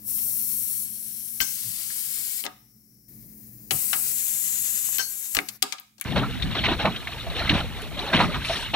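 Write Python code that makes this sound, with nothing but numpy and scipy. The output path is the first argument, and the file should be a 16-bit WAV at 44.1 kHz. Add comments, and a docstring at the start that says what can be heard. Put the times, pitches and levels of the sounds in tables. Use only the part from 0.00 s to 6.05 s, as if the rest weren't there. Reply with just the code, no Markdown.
"""Gas hisses from a valve in a car's engine bay as a small screwdriver presses its pin, close to a phone.
The gas comes in two long spurts and seeps between them. Each slip of the tip clicks, thuds through
the pipes, changes the hiss and may ring the steel. Then the tool comes off with quick sharp clicks.
A low hum fills the garage, which echoes faintly."""
import sys
import numpy as np
from scipy import signal
from scipy.fft import rfft, irfft
from scipy.io import wavfile

SR = 44100
rng = np.random.default_rng(int(sys.argv[2]) if len(sys.argv) > 2 else 0)


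def store_wav(level_fs):
    """Save 16-bit WAV to argv[1]."""
    pcm = np.round(np.clip(np.atleast_2d(level_fs), -1, 1) * 32767)
    wavfile.write(sys.argv[1], SR, pcm.T.astype(np.int16))


N = 266760
T = np.arange(N) / SR
FREQS = np.maximum(np.arange(N // 2 + 1) * SR / N, 1)

# Levels are set before the final mix. A fade time is how long a sound takes to drop by 60 dB.
# tone of the jet for each position of the tip (frequency [Hz], level [dB])
PRESSED = [(410, -67.5), (700, -40), (3520, -24.5), (4320, -22.5), (4670, -25.5), (5590, -15), (6770, -21),
           (11300, -6), (13000, -11), (15000, -15)]
SHIFTED = [(410, -28), (700, -26), (4000, -7), (5520, -6.5), (6770, -9), (8000, -5), (9700, -5), (11600, 1),
           (13000, -4.5), (15000, -3)]
SEEPING = [(410, -32), (700, -35), (928, -38), (1210, -33), (1330, -35.5), (1720, -30.5), (2080, -28),
           (3100, -39.5), (5880, -19.5), (8640, -14.5), (10100, -12), (15000, 7.5)]
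REOPENED = [(410, -22.5), (700, -28.5), (1780, -22.5), (2190, -17), (3390, -20.5), (5240, -11.5),
            (5810, -7.5), (7900, -1), (9330, -1.5), (11000, 4.5), (15000, -6)]
EASED = [(410, -43), (700, -37), (2190, -26), (4000, -23.5), (4380, -25), (4790, -24.5), (7320, 3),
         (9210, -2.5), (12400, 9), (15000, 8)]
# each jet holds until the next takes over (time [s], changeover [s], hiss level [dB],
# low rush over hiss [dB], high sizzle over hiss [dB], sizzle drift [dB/s], tone [table])
JETS = [(-0.05, 0.008, -50.5, -15, 5, 0, SEEPING), (0.082, 0.038, -31.5, -19, 5, -4.5, PRESSED),
        (0.85, 0.038, -37, -17.5, -0.5, 3, PRESSED), (1.403, 0.0049, -33.7, -12, 3.5, -11, SHIFTED),
        (1.95, .15, -32, -12.5, 2, -6, SHIFTED), (2.41, .012, -38, -13, 1, 0, SHIFTED),
        (2.455, 0.0062, -62.5, -14.5, 4, -2, SEEPING), (3.083, 0.0027, -52.5, -12.5, 4, 5, SEEPING),
        (3.71, .002, -29.5, -12, 2, 1, REOPENED), (4.15, 0.14, -28, -6.5, -3, -5.5, EASED),
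        (4.977, .006, -34.5, -8.5, -0.5, -11, EASED), (5.369, 0.062, -50, -5, -0.5, 2.5, SEEPING)]
# peaks and dips that the valve's mouth puts on the jet (frequency [Hz], width [Hz], level [dB])
MOUTH = [(2095, 510, 2), (3445, 86, -10), (4410, 190, 3), (5950, 150, -3.5), (7040, 390, -2),
         (7190, 820, 4.5), (8090, 1000, 8), (8900, 230, 8.5), (9780, 220, 5), (10600, 470, 3.5),
         (11360, 300, 5), (13120, 300, 3.5), (13000, 500, 1), (14200, 350, 4), (15050, 700, 4.5)]
# puffs of gas as the tip slips (time [s], level [dB])
SPITS = [(1.411, -18), (4.987, -21.5), (5.352, -22)]
# contacts of the tool (time [s], level [dB], pitch [Hz], spread [octaves], rattle fade time [s],
# thud level offset [dB], thud pitch [Hz])
CLICKS = [(0.181, -38, 2920, 1, 0.1, -12, 400), (1.4035, -14.5, 2420, .9, 0.021, -17.5, 260),
          (1.903, -36, 1800, 0.41, 0.011, -28, 600), (2.4396, -26.5, 2960, 0.47, 0.0054, -8.5, 600),
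          (2.453, -25.5, 3030, 1.34, 0.04, -3.5, 650), (2.4644, -20, 2920, 0.88, 0.016, -18, 670),
          (3.708, -11.5, 3280, 1.34, 0.032, -13, 530), (3.9309, -14, 2400, 1.23, 0.04, -14.5, 860),
          (4.889, -36.5, 1000, 0.71, 0.0073, -16, 890), (4.984, -18, 3900, 1.5, .012, -18, 730),
          (5.349, -13, 6000, 2.5, 0.028, -16, 1300), (5.368, -13.5, 2870, 1.2, .018, -9.5, 604),
          (5.3888, -11, 2350, 0.93, 0.0043, -21.5, 450), (5.4867, -19, 6700, 1.5, .036, -27, 910),
          (5.6224, -13.5, 6060, 1.9, 0.042, -13, 924), (5.626, -7, 5850, 1.28, 0.014, -22.5, 460),
          (5.7234, -18.5, 3280, 1.3, 0.048, -15.5, 960), (5.7834, -34, 3240, 0.69, 0.034, -18, 1000),
          (5.799, -31, 12700, 0.26, .006, -19, 900), (5.982, -44, 3940, 1.5, 0.044, -10, 504),
          (5.999, -41, 5030, 1.7, 0.014, -20, 900), (6.012, -19, 9700, 1, 0.012, -38, 910),
          (6.013, -27.5, 2100, 0.64, .045, -27, 1500), (6.041, -40, 4970, 1, 0.022, -30, 900)]
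# where the screwdriver's shaft rings (frequency [Hz], width [Hz], level [dB])
SHAFT = [(2184, 110, -4), (2520, 180, -6), (3617, 110, -10.5), (7400, 350, -6)]
# where the pipes and their mounts ring (frequency [Hz], width [Hz], level [dB])
PIPES = [(169, 80, 2.5), (283, 110, -3.5), (405, 20, -5), (565, 18, -8), (754, 60, -2.5), (915, 37, -8),
         (1238, 190, -1.5), (1640, 130, -4.5)]
# skids of the tip (time [s], level [dB], swell [s], ring length [factor], pitch [Hz], spread [octaves])
SKIDS = [(1.405, -19, .007, .6, 2600, 2.0), (1.409, -24.5, .01, 1.2, 6200, .4),
         (4.988, -19.5, .007, .7, 2500, 1.8), (5.015, -24.5, .006, 1.1, 4411, .1)]
# ringing notes of the steel tip and valve (frequency [Hz], level [dB], fade time [s])
STEEL_NOTES = [(1562, 3, .12), (1790, -3, .07), (3074, -2, .11), (4411, -4, .18), (5284, -8, .16),
               (5529, -3, .33), (6229, -6, .42), (6279, -6, .44), (7150, -8, .16), (7758, -3, .2),
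               (8787, -12, .28)]
# dull bumps of the hand (time [s], level [dB], pitch [Hz], length [s])
BUMPS = [(1.42, -50, 55, .02), (1.69, -44.5, 125, .05), (3.745, -40, 125, .03), (5.372, -42, 58, .02),
         (5.415, -49, 280, .028), (5.63, -50, 80, .01)]
# how the hum and rumble rise and fall (time [s], level [dB])
HUM_LEVEL = [(0, -3), (1.38, -7), (2.4, -12), (3.07, -12), (3.1, -2), (3.7, -2.5), (4.0, -6.5),
             (4.95, -8.5), (5.25, -16.5), (5.5, -9), (5.7, -28), (6.05, -15.5)]
# notes of the hum, tone of the rumble and tone of the faint air (frequency [Hz], level [dB])
HUM_NOTES = [(120.6, -56), (215.3, -54), (264, -68), (297.5, -64)]
RUMBLE = [(15, -72), (25, -37), (54, -1.5), (85, -14), (114, -2), (151, -6), (213, -1), (244, -8),
          (301, -15), (340, -15), (389, -16), (557, -27), (900, -35.5), (1170, -60), (1980, -120)]
AIR = [(290, -75), (500, -52.5), (896, -29), (1450, 2.5), (2840, -0.5), (4110, -31.5), (4940, 9.5),
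       (15000, 16.5)]
# what reaches the right microphone, which faces away (frequency [Hz], level [dB])
SHADE = [(300, -7.5), (1000, -19), (2200, -19), (5000, -8.5), (9000, -10), (15000, -9)]
# how much garage echo the clicks get: least around the loud snap, most for the last clicks
# (time [s], level [dB])
TOOL_ECHO = [(5.2, -1), (5.35, -4), (5.45, -11), (5.6, 1)]

SHUT_S, SHUT_GLIDE_S = 5.568, 0.012  # the pin closes
QUIET_S = (2.445, 3.086)  # the hiss drops to a faint seep with a thin whistle (start [s], end [s])
MOUTH_FULL_DB, MOUTH_FADE_DB = -31, 28.5  # a jet this loud gets MOUTH as listed; this much weaker, none
RATTLE_DB, RATTLE_REF_S = 10.5, 0.044  # a rattle's energy over its first pulse, at this fade time


def gas_jet(hiss_flutter_db=0.5, rush_flutter_db=1.23, scatter_db=1):
    """Swirling gas rushes, hisses and sizzles. Gives the jet and a copy scattered by the engine bay."""
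    mouth = undb(sum(db * np.exp(-(2 * (FREQS - hz) / width) ** 2) for hz, width, db in MOUTH))
    low = 1 / (1 + (FREQS / 5200) ** 12)
    high = 1 / (1 + (13000 / FREQS) ** 30)
    middle = (1 - low) * (1 - high)
    hiss_flutter, rush_flutter = hiss_flutter_db * walk(45), rush_flutter_db * walk(17)
    out = np.zeros((2, N))
    ends = [row[:2] for row in JETS[1:]] + [(SHUT_S, SHUT_GLIDE_S)]
    for (start, glide, hiss_db, rush_db, sizzle_db, drift, points), (end, release) in zip(JETS, ends):
        share = changeover(start, glide) * (1 - changeover(end, release))
        on = share > 1e-6
        held_s = np.clip(T[on] - start, 0, end - start)
        mouth_strength = np.clip(1 + (hiss_db - MOUTH_FULL_DB) / MOUTH_FADE_DB, 0, 2)
        tone = tone_curve(points) * mouth ** mouth_strength
        # the fine detail of the tone changes as the tool creeps from its first position to its last
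        first, last = tone * ripple(), tone * ripple()
        creep = held_s / (end - start)
        bands = ((low, rush_db + rush_flutter[on]),
                 (middle, hiss_flutter[on]),
                 (high, sizzle_db + drift * held_s + hiss_flutter[on]))
        for band, db in bands:
            swirl = np.sqrt(1 - creep) * noise(first * np.sqrt(band))[on]
            swirl += np.sqrt(creep) * noise(last * np.sqrt(band))[on]
            scattered = undb(scatter_db) * swirl[::-1]  # backwards: same tone, different wave
            out[:, on] += np.sqrt(share[on]) * undb(hiss_db + db) * np.array([swirl, scattered])
    return out


def changeover(s, glide):
    """Share of the flow that has switched, rising from 0 to 1 around time s."""
    return .5 + .5 * np.tanh(2 * (T - s) / glide)


def ripple(depth_db=2.6, spacing_hz=110):
    """Reflections around the tool put small, uneven peaks and dips in the tone."""
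    knots = np.arange(0, SR / 2, spacing_hz)
    return undb(depth_db * np.interp(FREQS, knots, rng.standard_normal(1024)[:len(knots)]))


def spits(hz=14900, octaves=0.27, length_s=0.005):
    """Gas spits past the slipping tip in very short, very high puffs."""
    puffs = sum(undb(db) * np.exp(-((T - s) / length_s) ** 2) for s, db in SPITS)
    return puffs * noise(1 / (1 + (np.log2(FREQS / hz) / octaves) ** 4))


def whistle(hz=5500, width_hz=650, db=-70):
    """The seeping gas gives a thin, faint whistle in the quiet stretch."""
    start, end = QUIET_S
    return undb(db) * ((T > start) & (T < end)) * noise(peak(hz, width_hz))


def clicks(boost_db=16):
    """Each contact is a sharp pulse and a rattle of small parts, ringing in the screwdriver's shaft."""
    out, t = np.zeros(N), T[:SR // 3]
    for s, db, hz, octaves, fade_s, *_ in CLICKS:
        rattle = rng.standard_normal(len(t)) * fade(t, fade_s)
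        force = undb(RATTLE_DB) * np.sqrt(fade_s / RATTLE_REF_S) * unit_energy(rattle)
        force[0] += 1  # the first pulse
        click = signal.fftconvolve(unit_energy(force), contact(hz, octaves))[:len(t)]
        add(out, s, undb(db + boost_db) * click)
    ring = sum(undb(db) * signal.lfilter(*signal.iirpeak(hz, hz / width, fs=SR), out)
               for hz, width, db in SHAFT)
    return out + ring


def contact(hz, octaves, size=512):
    """The pulse of one hard tap: a broad hump of frequencies, all starting at once."""
    freqs = np.maximum(np.arange(size // 2 + 1) * SR / size, 30)
    log_hump = -2 * np.log1p((np.log2(freqs / hz) / octaves) ** 2 / 2)
    # folding the cepstrum (the log spectrum turned into time) packs the energy at the start
    cepstrum = irfft(log_hump)
    folded = np.r_[cepstrum[0], 2 * cepstrum[1:size // 2]]
    return unit_energy(irfft(np.exp(rfft(folded, size))))


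def thuds(trim_db=-3, fade_s=0.19, right_db=-3, octaves=0.98, shared=0.17):
    """Each contact also shakes the pipes, which gives a rough thud from all round the bay."""
    out, t = np.zeros((2, N)), T[:SR // 3]
    pipe_tone = sum(undb(db) * peak(hz, width) for hz, width, db in PIPES)
    shape = fade(t, fade_s) * (1 - np.exp(-t / 0.0028))
    left = noise(pipe_tone)
    right = noise(pipe_tone) + shared * left
    for track, pipes, side_db in ((out[0], left, 0), (out[1], right, right_db)):
        for s, db, *_, thud_db, hz in CLICKS:
            shaking = np.roll(pipes, int(s * SR))[:len(t)]
            ring = unit_level(signal.fftconvolve(shaking, contact(hz, octaves))[:len(t)])
            add(track, s, undb(db + trim_db + thud_db + side_db) * ring * shape)
    return out


def skids(chatter_db=-6):
    """The tip chatters over the valve's rim; steel notes near that pitch swell and die away."""
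    out, t = np.zeros(N), T[:SR // 2]
    for s, db, swell_s, stretch, pitch_hz, octaves in SKIDS:
        drive = 1 / (1 + (np.log2(FREQS / pitch_hz) / octaves) ** 2)
        chatter = noise(drive / (1 + (FREQS / 7000) ** 2))[:len(t)] * fade(t, 0.11)
        ring = np.zeros(len(t))
        for hz, note_db, fade_s in STEEL_NOTES:
            strength = np.interp(hz, FREQS, drive) * undb(note_db)
            ring += strength * fade(t, fade_s * stretch) * np.sin(2 * np.pi * (hz * t + rng.random()))
        swell = 1 - np.exp(-(t / swell_s) ** 2)
        add(out, s, undb(db) * swell * (ring + undb(chatter_db) * chatter))
    return out


def bumps():
    """The hand leans on the pipe and makes soft, low swells."""
    out = np.zeros(N)
    for s, db, hz, length_s in BUMPS:
        swell = np.exp(-((T - s) / length_s) ** 2)
        out += undb(db) * swell * noise(1 / (1 + (3 * np.log(FREQS / hz)) ** 4))
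    return out


def garage_hum(rumble_db=-52, side_db=-8, deep_hz=110, waver=0.15, air_db=-65.5):
    """Low notes waver over a rumble and a faint, steady hiss of air."""
    notes = np.zeros(N)
    for hz, db in HUM_NOTES:
        wave = np.sqrt(2) * np.sin(2 * np.pi * hz * T + 0.25 * walk(7.2))
        notes += undb(db) * wave * (1 + waver * walk(6.8))
    middle = noise(tone_curve(RUMBLE))
    deep_lift = 1 + 2 / (1 + (FREQS / deep_hz) ** 6)  # left and right are least alike in the deep bass
    side = undb(side_db) * noise(tone_curve(RUMBLE) * deep_lift)
    rumble = undb(rumble_db) * np.array([middle + side, middle - side])
    air = undb(air_db) * np.array([noise(tone_curve(AIR)), noise(tone_curve(AIR))])
    return level_curve(HUM_LEVEL) * (notes + rumble) + air


def echo(sound, fade_s, low_hz, high_hz):
    """Many reflections in a space blur into one fading tail."""
    t = T[:SR]
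    band = 1 / np.sqrt((1 + (low_hz / FREQS) ** 4) * (1 + (FREQS / high_hz) ** 2))
    tail = noise(band)[:SR] * fade(t, fade_s) * (1 - np.exp(-t / 0.002))
    return signal.fftconvolve(sound, unit_energy(tail))[:N]


def undb(db):
    """Turn decibels into a gain to multiply by."""
    return 10 ** (np.asarray(db) / 20)


def unit_level(x):
    """Scale so the squared samples average 1."""
    return x / np.sqrt(np.mean(x ** 2))


def unit_energy(x):
    """Scale so the squared samples add up to 1."""
    return x / np.linalg.norm(x)


def level_curve(points):
    """Gain at every moment from (time [s], level [dB]) points."""
    return undb(np.interp(T, *np.transpose(points)))


def tone_curve(points):
    """Gain at every frequency from (frequency [Hz], level [dB]) points."""
    hz, db = np.transpose(points)
    return undb(np.interp(np.log(FREQS), np.log(hz), db))


def peak(hz, width_hz):
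    """Gain that favours the frequencies near hz."""
    return 1 / (1 + (2 * (FREQS - hz) / width_hz) ** 2)


def noise(gain):
    """Noise of level 1, shaped by a gain for each frequency."""
    return unit_level(irfft(rng.standard_normal(2 * len(FREQS)).view(complex) * gain, N))


def walk(rate_hz):
    """A smooth random wander, about 1 in size."""
    return noise(1 / (1 + (FREQS / rate_hz) ** 4))


def fade(t, fade_s):
    """Die away, 60 dB down after fade_s."""
    return np.exp(-np.log(1000) * t / fade_s)


def add(track, s, sound):
    """Mix a sound in at time s."""
    start = max(int(s * SR), 0)
    track[start:start + len(sound)] += sound[:max(N - start, 0)]


def scene(near_db=4.5, bay_left_db=-8, bay_right_db=-10, garage_db=-16, jet_echo_db=-4):
    """The valve faces the left microphone; the right one is shaded, so echoes stand out more there."""
    jet, scattered = gas_jet()
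    tool, pipes = clicks() + skids(), thuds()
    valve = jet + spits() + whistle() + tool
    to_garage = undb(jet_echo_db) * jet + level_curve(TOOL_ECHO) * (tool + pipes[1])
    left = undb(near_db) * valve
    delayed = np.r_[np.zeros(8), valve][:N]  # sound reaches the right side 8 samples later
    right = irfft(rfft(delayed + scattered) * tone_curve(SHADE), N)
    sides = []
    for direct, bay_db in ((left, bay_left_db), (right, bay_right_db)):
        bay = undb(bay_db) * echo(tool, fade_s=0.046, low_hz=297, high_hz=11300)
        garage = undb(garage_db) * echo(to_garage, fade_s=0.46, low_hz=648, high_hz=5850)
        sides.append(direct + bay + garage)
    return np.array(sides) + pipes + garage_hum() + bumps()


def record(dry):
    """The phone clips at full scale and cuts the treble above 15740 Hz."""
    treble_cut = signal.ellip(10, .2, 70, 15740, fs=SR, output="sos")
    return signal.sosfilt(treble_cut, np.clip(dry, -1, 1))


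dry = scene()
out = record(dry)
store_wav(out)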